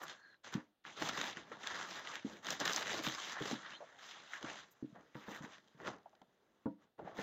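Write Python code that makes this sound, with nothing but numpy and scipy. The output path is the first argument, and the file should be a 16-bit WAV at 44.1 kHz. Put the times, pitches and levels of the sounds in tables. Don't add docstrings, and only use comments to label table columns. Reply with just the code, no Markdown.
import sys
import numpy as np
from scipy import signal
from scipy.fft import rfft, irfft, next_fast_len
from scipy.io import wavfile
from scipy.ndimage import uniform_filter1d

SR = 44100
rng = np.random.default_rng(int(sys.argv[2]) if len(sys.argv) > 2 else 0)


def wav_record(signal):
    frames = np.transpose(np.atleast_2d(signal))
    bounded = np.clip(frames, -1, 1)
    quanta = np.round(bounded * 32767).astype(np.int16)
    wavfile.write(sys.argv[1], SR, quanta)


N = 318402
TIME = np.arange(N) / SR


def from_db(db):
    return 10 ** (np.asarray(db) / 20)


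def rms_one(x):
    return x / np.sqrt(np.mean(x ** 2) + 1e-20)


def drift(rate_hz):
    knots = rng.standard_normal(20000)
    return rms_one(np.interp(TIME * rate_hz, np.arange(len(knots)), knots))


def coloured(x, points):
    size = 2 * next_fast_len(N // 2 + SR // 2)
    half = size // 2
    hz, db = np.transpose(points)
    grid_hz = np.maximum(np.arange(half + 1) * SR / size, 1)
    gain = from_db(np.interp(np.log(grid_hz), np.log(hz), db))
    cepstrum = irfft(np.log(gain))
    cepstrum[1:half] *= 2
    cepstrum[half + 1:] = 0
    response = np.exp(rfft(cepstrum))
    return irfft(rfft(x, size) * response)[:N]


def resonance(x, hz, width_hz):
    r = np.exp(-np.pi * width_hz / SR)
    zeros = np.array([1, 0, -1]) * (1 - r * r) / 2
    poles = [1, -2 * r * np.cos(2 * np.pi * hz / SR), r * r]
    return signal.lfilter(zeros, poles, x + 1e-18)


def fading(clicks, seconds):
    return signal.lfilter([1], [1, -np.exp(-1 / (seconds * SR))], clicks + 1e-18)


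def add(out, s, sound):
    start = max(round(s * SR), 0)
    out[start:start + len(sound)] += sound[:N - start]


def half_octaves():
    edges_hz = np.geomspace(62, 16000, 17)
    for low, high in zip(edges_hz, edges_hz[1:]):
        yield np.sqrt(low * high), signal.butter(2, [low, high], "band", fs=SR, output="sos")


def blend(hz, centres_hz, levels):
    weights = [np.interp(np.log(hz), np.log(centres_hz), w) for w in np.eye(len(levels))]
    return sum(w * level for w, level in zip(weights, levels))


# body_db (150-700 Hz), crisp_db (2500-7500 Hz), sizzle_db (above 11 kHz)
HAND_STROKES = [(-0.01, 0.03, 0.021, -51, -8.5, -8, -27), (0.044, 0.053, 0.006, -51, -10.5, -3.5, -37),
                (0.162, 0.047, 0.12, -75.5, 1, -3, -35), (0.432, 0.012, 0.045, -55, -8, -3, -41),
                (0.517, 0.012, 0.0066, -47.5, -9, -5.5, -26), (0.837, 0.025, 0.03, -53, -8, -7, -36),
                (0.886, 0.017, 0.035, -64, -8.5, 2.5, -40), (0.95, 0.083, 0.058, -43, -5, -2, -29),
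                (1.103, 0.058, 0.13, -44.5, -9.5, -2, -29), (1.34, 0.034, 0.012, -53.5, 1, -2, -42),
                (1.426, 0.054, 0.065, -63, 1.5, -7, -36), (1.515, 0.0033, 0.015, -51.5, -5, -8.5, -47),
                (1.575, 0.11, 0.026, -45.5, -9.5, -2, -37), (1.712, 0.044, 0.078, -47, -8.5, -3, -36),
                (1.834, 0.071, 0.085, -49.5, -8.5, -2, -29.5), (2.003, 0.075, 0.091, -47.5, -13, -5, -42),
                (2.235, 0.032, 0.1, -59, 2.5, -2, -28), (2.421, 0.086, 0.018, -42.5, -7.5, -0.5, -27),
                (2.589, 0.017, 0.011, -40, -4, -4.5, -32), (2.644, 0.0081, 0.16, -41.5, -9.5, -2, -25),
                (2.82, 0.068, 0.097, -44, -5, 0.5, -28), (3.021, 0.035, 0.008, -40, -8.5, 0.5, -18),
                (3.084, 0.028, 0.21, -47.5, -13, 0, -32), (3.323, 0.051, 0.0077, -43, -18, -14, -57),
                (3.376, 0.065, 0.086, -47, -7, 0.5, -27.5), (3.562, 0.064, 0.11, -52, -13, -7, -55),
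                (3.77, 0.026, 0.19, -63, -7, -7, -45), (3.958, 0.074, 0.092, -55.5, -14.5, 0, -33),
                (4.113, 0.046, 0.087, -57.5, -9.5, -3, -45), (4.256, 0.08, 0.037, -50, -20, -5, -39),
                (4.402, 0.031, 0.05, -51, 0, -7, -47), (4.461, 0.029, 0.11, -53.5, -11.5, -1.5, -38),
                (4.62, 0.047, 0.57, -75, 0.5, -4, -31), (4.94, 0.01, 0.032, -64, 5.5, -28, -40),
                (5.143, 0.005, 0.18, -58.5, -8, -11, -32), (5.255, 0.052, 0.058, -50.5, -8, -7.5, -25.5),
                (5.408, 0.032, 0.009, -52.5, -3, -8, -32), (5.488, 0.038, 0.008, -57, -19, -3, -35),
                (5.572, 0.013, 0.246, -76, 0.5, -5, -32), (5.776, 0.033, 0.044, -58, 4.5, -13, -34),
                (5.837, 0.034, 0.004, -43, -1.5, -9.5, -39), (5.996, 0.019, 0.72, -81.5, 6, -6, -29.5),
                (6.77, 0.055, 0.01, -73, 4.5, -7.5, -34), (6.977, 0.011, 0.023, -63, 14.5, -20, -37.5),
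                (7.026, 0.034, 0.057, -59.5, 2, -14.5, -44), (7.138, 0.087, 0.04, -47, 1, -5.5, -28)]
# centre_s, level_db (above 11 kHz)
HISS_SWELLS = [(.035, -63), (1.26, -70), (2.15, -79), (4.72, -74)]
HISS_S = 0.011
# body, middle, crisp, sizzle [dB per s]
RELEASE_DB_PER_S = (184, 228, 248, 424)
SETTLE_DB, SETTLE_DB_PER_S = -32.5, 111
FIRM_DB = -45.5
FIRM_SLIDING, SLIDING_PER_DB = 0.35, 0.012


def handling():
    power = np.full((4, N), 1e-13)
    for start, swell_s, hold_s, db, body_db, crisp_db, sizzle_db in HAND_STROKES:
        t = TIME[:SR] - min(start, 0)
        swell = np.clip(t / max(swell_s, 1e-3), 0, 1)
        after_s = np.maximum(t - swell_s - hold_s, 0)
        settle = from_db(SETTLE_DB - SETTLE_DB_PER_S * after_s)
        colours_db = (body_db, 0, crisp_db, sizzle_db)
        for register, colour_db, fall in zip(power, colours_db, RELEASE_DB_PER_S):
            release = np.hypot(from_db(-fall * after_s), settle)
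            add(register, start, (from_db(db + colour_db) * swell * release) ** 2)
    for s, db in HISS_SWELLS:
        swell = np.exp(-np.minimum(((TIME - s) / HISS_S) ** 2, 20))
        power[3] += (from_db(db) * swell) ** 2
    body, middle, crisp, sizzle = 10 * np.log10(power)
    smooth = np.clip(FIRM_SLIDING + SLIDING_PER_DB * (FIRM_DB - middle), 0, 1)
    return body, middle, crisp, sizzle, smooth


def rustle(clicks_per_s=380, size_db=2.5, facet_db_per_octave=2.5, clump_db=2.5, patchy_db=2.0,
           crease_s=0.0007, cycles=0.22, tail_share=0.048, tail_s=0.0075):
    body, middle, crisp, sizzle, smooth = handling()
    chance = clicks_per_s * from_db(clump_db * drift(45)) / SR
    at = np.flatnonzero(rng.random(N) < chance)
    sizes_db = size_db * np.minimum(rng.exponential(1, len(at)), 5)
    facet_octave = rng.uniform(np.log2(500), np.log2(9000), len(at))
    registers_db = [body + 17.64, middle + 12.4, crisp + 8.28, crisp + 4.58, sizzle + 28.0]
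    out = np.zeros(N)
    for hz, band in half_octaves():
        off_octaves = np.minimum(np.abs(np.log2(hz) - facet_octave), 2)
        uneven_db = 1.6 * rng.standard_normal(len(at))
        clicks = np.zeros(N)
        clicks[at] = from_db(sizes_db - facet_db_per_octave * off_octaves + uneven_db) ** 2
        power = fading(clicks, crease_s + cycles / hz) + tail_share * fading(clicks, tail_s)
        power /= np.maximum(uniform_filter1d(power, size=2200), 1e-9)
        level_db = blend(hz, [380, 1400, 3500, 6500, 11000], registers_db) + patchy_db * drift(30)
        grain = np.sqrt(smooth + (1 - smooth) * power)
        out += signal.sosfilt(band, from_db(level_db) * grain * rng.standard_normal(N))
    return out


# low_db (450 Hz), top_db (5600 Hz and up)
FOLD_SNAPS = [(0.0158, -37, -2, -25), (0.03, -38, -10, -13), (0.0813, -35, -21, 3), (0.0971, -35, -27, 2),
              (.128, -48.5, -14, 4), (.343, -54, -26, -22), (.5399, -28, -22, -2),
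              (0.8513, -35.5, -20, -38), (1.0178, -35, 4, -12), (1.0222, -21, -5, -5),
              (1.0886, -20.5, -24, 8), (1.0928, -21.5, -7, -9), (1.1814, -31, -1, -11),
              (1.2136, -21, -11, -5), (1.133, -32, -12, -3.5), (1.371, -32.5, -12, -16),
              (1.518, -35, -8, -32), (1.6717, -21, -23, 2), (2.0722, -30, -29, -14), (2.1551, -26, -16, -7),
              (2.4466, -32, -14.5, -3.5), (2.468, -22, -26, -3), (2.4864, -26, -31, -15),
              (2.5048, -15, -3, 17), (2.601, -20.5, -4.5, 19), (2.6547, -19.5, -26, 9.5),
              (2.6768, -18.5, -18, -3), (2.696, -28, -2, -27), (2.709, -29, -8, -12), (2.726, -21, -9, 25),
              (2.7332, -19, 0.5, 23), (2.7617, -13, -1, 29), (2.7962, -32, -20.5, -4),
              (3.0669, -20.5, -17, -10.5), (3.1618, -42, -24, 4), (3.5125, -25.5, 6, -3),
              (3.7058, -38, -16, -12), (4.118, -41, -23, 1), (4.3349, -30.5, -34, -37),
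              (4.4278, -32, -5, -5), (5.1535, -37, -2, -37), (5.285, -35.5, 2.5, -33),
              (5.448, -39, -16, -34), (5.5821, -42.5, -7, -11), (5.801, -41.5, -10, -22),
              (5.8777, -26, -5, -12), (6.217, -47, 8, -8), (6.989, -48.5, 7, -25), (7.074, -51, 12, -27),
              (7.187, -30, -2, -28)]


def snaps(low_db=-3.0, top_db=4.0, air_db=2.5, snap_s=0.0011, cycles=2.0):
    out, t = np.zeros(N), TIME[:SR // 25]
    for s, peak_db, low, top in FOLD_SNAPS:
        hz = np.geomspace(200, 15000, num=48) * np.exp(rng.normal(0, 0.04, 48))
        parts_db = [low + low_db, 0, top + top_db, top + air_db]
        colour_db = blend(hz, [450, 1800, 5600, 12000], parts_db)
        hz = hz[:, None]
        dying = np.exp(-t / (snap_s + cycles / hz)) * (1 - np.exp(-t / 0.0001))
        tones = np.sin(2 * np.pi * (hz * t + rng.random((len(hz), 1))))
        snap = from_db(colour_db) @ (dying * tones)
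        add(out, s, from_db(peak_db) * snap / np.abs(snap).max())
    return out


# start_s, length_s, first_pitch_hz, last_pitch_hz, level_db
CARDBOARD_RUBS = [(0.163, 0.2, 1677, 1620, -62.5), (.154, .22, 4380, 4120, -71),
                  (3.721, 0.049, 2850, 3290, -55.5), (3.729, .04, 3500, 3730, -60),
                  (3.734, 0.054, 4080, 4120, -59), (4.332, 0.041, 1854, 1628, -46),
                  (6.99, 0.34, 672.5, 651, -56)]


def rubs(judder_db=3.5, wander_hz=115):
    out = np.zeros(N)
    for s, length_s, first_hz, last_hz, db in CARDBOARD_RUBS:
        progress = np.clip((TIME - s) / length_s, 0, 1)
        hz = first_hz + (last_hz - first_hz) * progress + wander_hz * drift(900)
        judder = from_db(judder_db * drift(400))
        tone = rms_one(judder * np.sin(2 * np.pi * np.cumsum(hz) / SR))
        arch = np.sqrt(np.abs(np.sin(np.pi * progress)))
        out += from_db(db) * arch * tone
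    return out


# time_s, level_db, panel_pitch_hz,
# ring_db (the box against the panel) and hardness_db, each plus a shared level
PANEL_KNOCKS = [(0.547, -23.5, 202, -14, -39), (.571, -34, 197, -12.5, -10), (1.014, -34, 302, -10, -2),
                (1.181, -41, 145, -6.5, 4), (1.365, -44, 203, -12, -8), (1.51, -43.5, 476, -18.5, 2),
                (2.243, -27, 260, -9.5, -32), (2.258, -41, 283, -13, -14), (2.615, -39, 277, -22, -4),
                (2.99, -36.5, 294, -9, -7), (3.065, -29, 210, -11, -6), (3.403, -34, 420, -4, -13),
                (3.451, -37.5, 410, -13, -9), (3.524, -26.5, 236, -14, -9), (4.436, -34.5, 288, -14.5, -4),
                (4.821, -31, 265, -11, -41), (4.84, -34, 282, -13, -44), (4.922, -45, 186, -13, -20),
                (5.149, -38.5, 202, -6, -9), (5.277, -35.5, 238, -6.5, -7), (5.402, -39, 152, -10, -3),
                (5.437, -37, 211, -15, -10), (5.743, -55, 180, -4, -11), (5.874, -37.5, 203, -7.5, -1),
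                (6.653, -25, 242, -6, -13), (7.044, -41.5, 169, -16, -3.5), (7.184, -34.5, 462, -6, -3)]
# pitch_hz, level_db, t60_s
BOX_MODES = [(88, -5.5, 0.13), (134.3, 6.5, 0.12), (207.8, -3.5, 0.25), (251, -5.5, 0.2),
             (299.4, 0.5, 0.23), (362, -23.5, 0.076), (443, -2.5, 0.12), (532, -6, 0.19), (630, -13, 0.21),
             (834, -13, 0.13), (932, -7.5, 0.18), (993, -8.5, 0.023), (1380, -13, 0.075)]


def knocks(swell_s=0.0031, delay_s=0.00442, ring_db=-0.5, hardness_db=8.5, detune=0.04,
           scuff_db=-16.5, scuff_t60_s=0.063):
    out, t = np.zeros(N), TIME[:SR // 3]
    dull = signal.butter(3, [250, 1300], "band", fs=SR, output="sos")
    for s, level_db, hz, ring, hardness in PANEL_KNOCKS:
        swing = t / swell_s * np.exp(1 - t / swell_s) * np.sin(2 * np.pi * hz * t)
        hard_db = min(hardness + hardness_db, 0)
        crunch = rms_one(signal.sosfilt(dull, rng.standard_normal(len(t))))
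        box = from_db(scuff_db + hard_db - 60 * t / scuff_t60_s) * crunch
        for mode_hz, db, t60_s in BOX_MODES:
            reach_db = np.interp(mode_hz, [350, 750], [0, hard_db])
            pair_hz = mode_hz * rng.normal(1, detune, (2, 1))
            pair = np.sin(2 * np.pi * (pair_hz * t + rng.random((2, 1))))
            box += from_db(db + reach_db - 60 * t / t60_s) * pair.sum(0) / np.sqrt(2)
        ringing = from_db(ring + ring_db) * box * (1 - np.exp(-t / swell_s))
        add(out, s + delay_s, from_db(level_db) * (swing + ringing))
    return out


# start_s, peak_db (plus a shared level), pitch_hz
FLAP_TAPS = [(1.517, -43, 1270), (3.804, -40, 590), (3.822, -40.5, 573), (4.96, -47, 710),
             (6.057, -41.5, 732), (6.129, -54.5, 720), (6.215, -53, 745), (6.657, -37.5, 940),
             (6.991, -38, 616), (7.072, -35, 640)]


def taps(t60_s=0.094, width_hz=220, level_db=-1.0):
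    out, t = np.zeros(N), TIME[:SR // 6]
    for s, peak_db, hz in FLAP_TAPS:
        touch = rng.standard_normal(len(t)) * from_db(-60 * t / t60_s)
        tap = resonance(resonance(touch, hz, width_hz), hz, 400)
        add(out, s, from_db(peak_db + level_db) * tap / np.abs(tap).max())
    return out


# from_s, to_s
BOX_HELD_S = (4.8, 6.4)


def ticks(count=22, loudest_db=-56.0, spread_db=5.0, low_hz=900, high_hz=5200, die_s=0.0019):
    out, t = np.zeros(N), TIME[:SR // 50]
    band = signal.butter(1, [low_hz, high_hz], "band", fs=SR, output="sos")
    held_from, held_to = BOX_HELD_S
    for place, faintness in rng.random((count, 2)):
        tick = signal.sosfilt(band, rng.standard_normal(len(t)) * np.exp(-t / die_s))
        gain = from_db(loudest_db - spread_db * faintness)
        add(out, held_from + place * (held_to - held_from), gain * tick / np.abs(tick).max())
    return out


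def room(x, t60_s=0.083, tail_db=-17):
    t = TIME[:SR // 3]
    tail = rng.standard_normal(len(t)) * from_db(-60 * t / t60_s) * (t > 0.003)
    return x + from_db(tail_db) * signal.fftconvolve(x, tail / np.linalg.norm(tail))[:N]


def scene():
    return (room(rustle() + snaps() + rubs() + taps()) + knocks() + ticks())[None]


# pitch_hz, width_hz, level_db
MICROPHONE_PEAKS = [(1780, 740, 2.5), (2420, 940, -6.5), (3300, 1800, 2.5), (4515, 780, -7.5),
                    (5420, 580, -8), (6980, 580, -7.5)]
# pitch_hz, level_db
MICROPHONE_RESPONSE = [(30, -7.5), (80, -16), (170, -5), (7200, -1), (7800, -17.5), (8600, -28),
                       (11000, -32), (12000, -27.5), (13200, -16), (15800, -26)]
# pitch_hz, level_db (relative power per Hz)
STILL_ROOM = [(15, -32), (25, -5.5), (274, 0), (804, -1.5), (919, -10), (1710, -7), (2170, -14.5),
              (3630, -9), (5430, -20), (8130, -23.5), (15500, -21.5)]
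ROOM_TONE_DB, CUTOFF_HZ = -85, 15850


def record(dry):
    x = dry[0]
    for hz, width_hz, db in MICROPHONE_PEAKS:
        x = x + (from_db(db) - 1) * resonance(x, hz, width_hz)
    floor = rms_one(coloured(rng.standard_normal(N), STILL_ROOM))
    x = coloured(x, MICROPHONE_RESPONSE) + from_db(ROOM_TONE_DB) * floor
    top_cut = signal.ellip(10, 0.1, 70, CUTOFF_HZ, fs=SR, output="sos")
    return signal.sosfilt(top_cut, x)[None]


dry = scene()
out = record(dry)
wav_record(out)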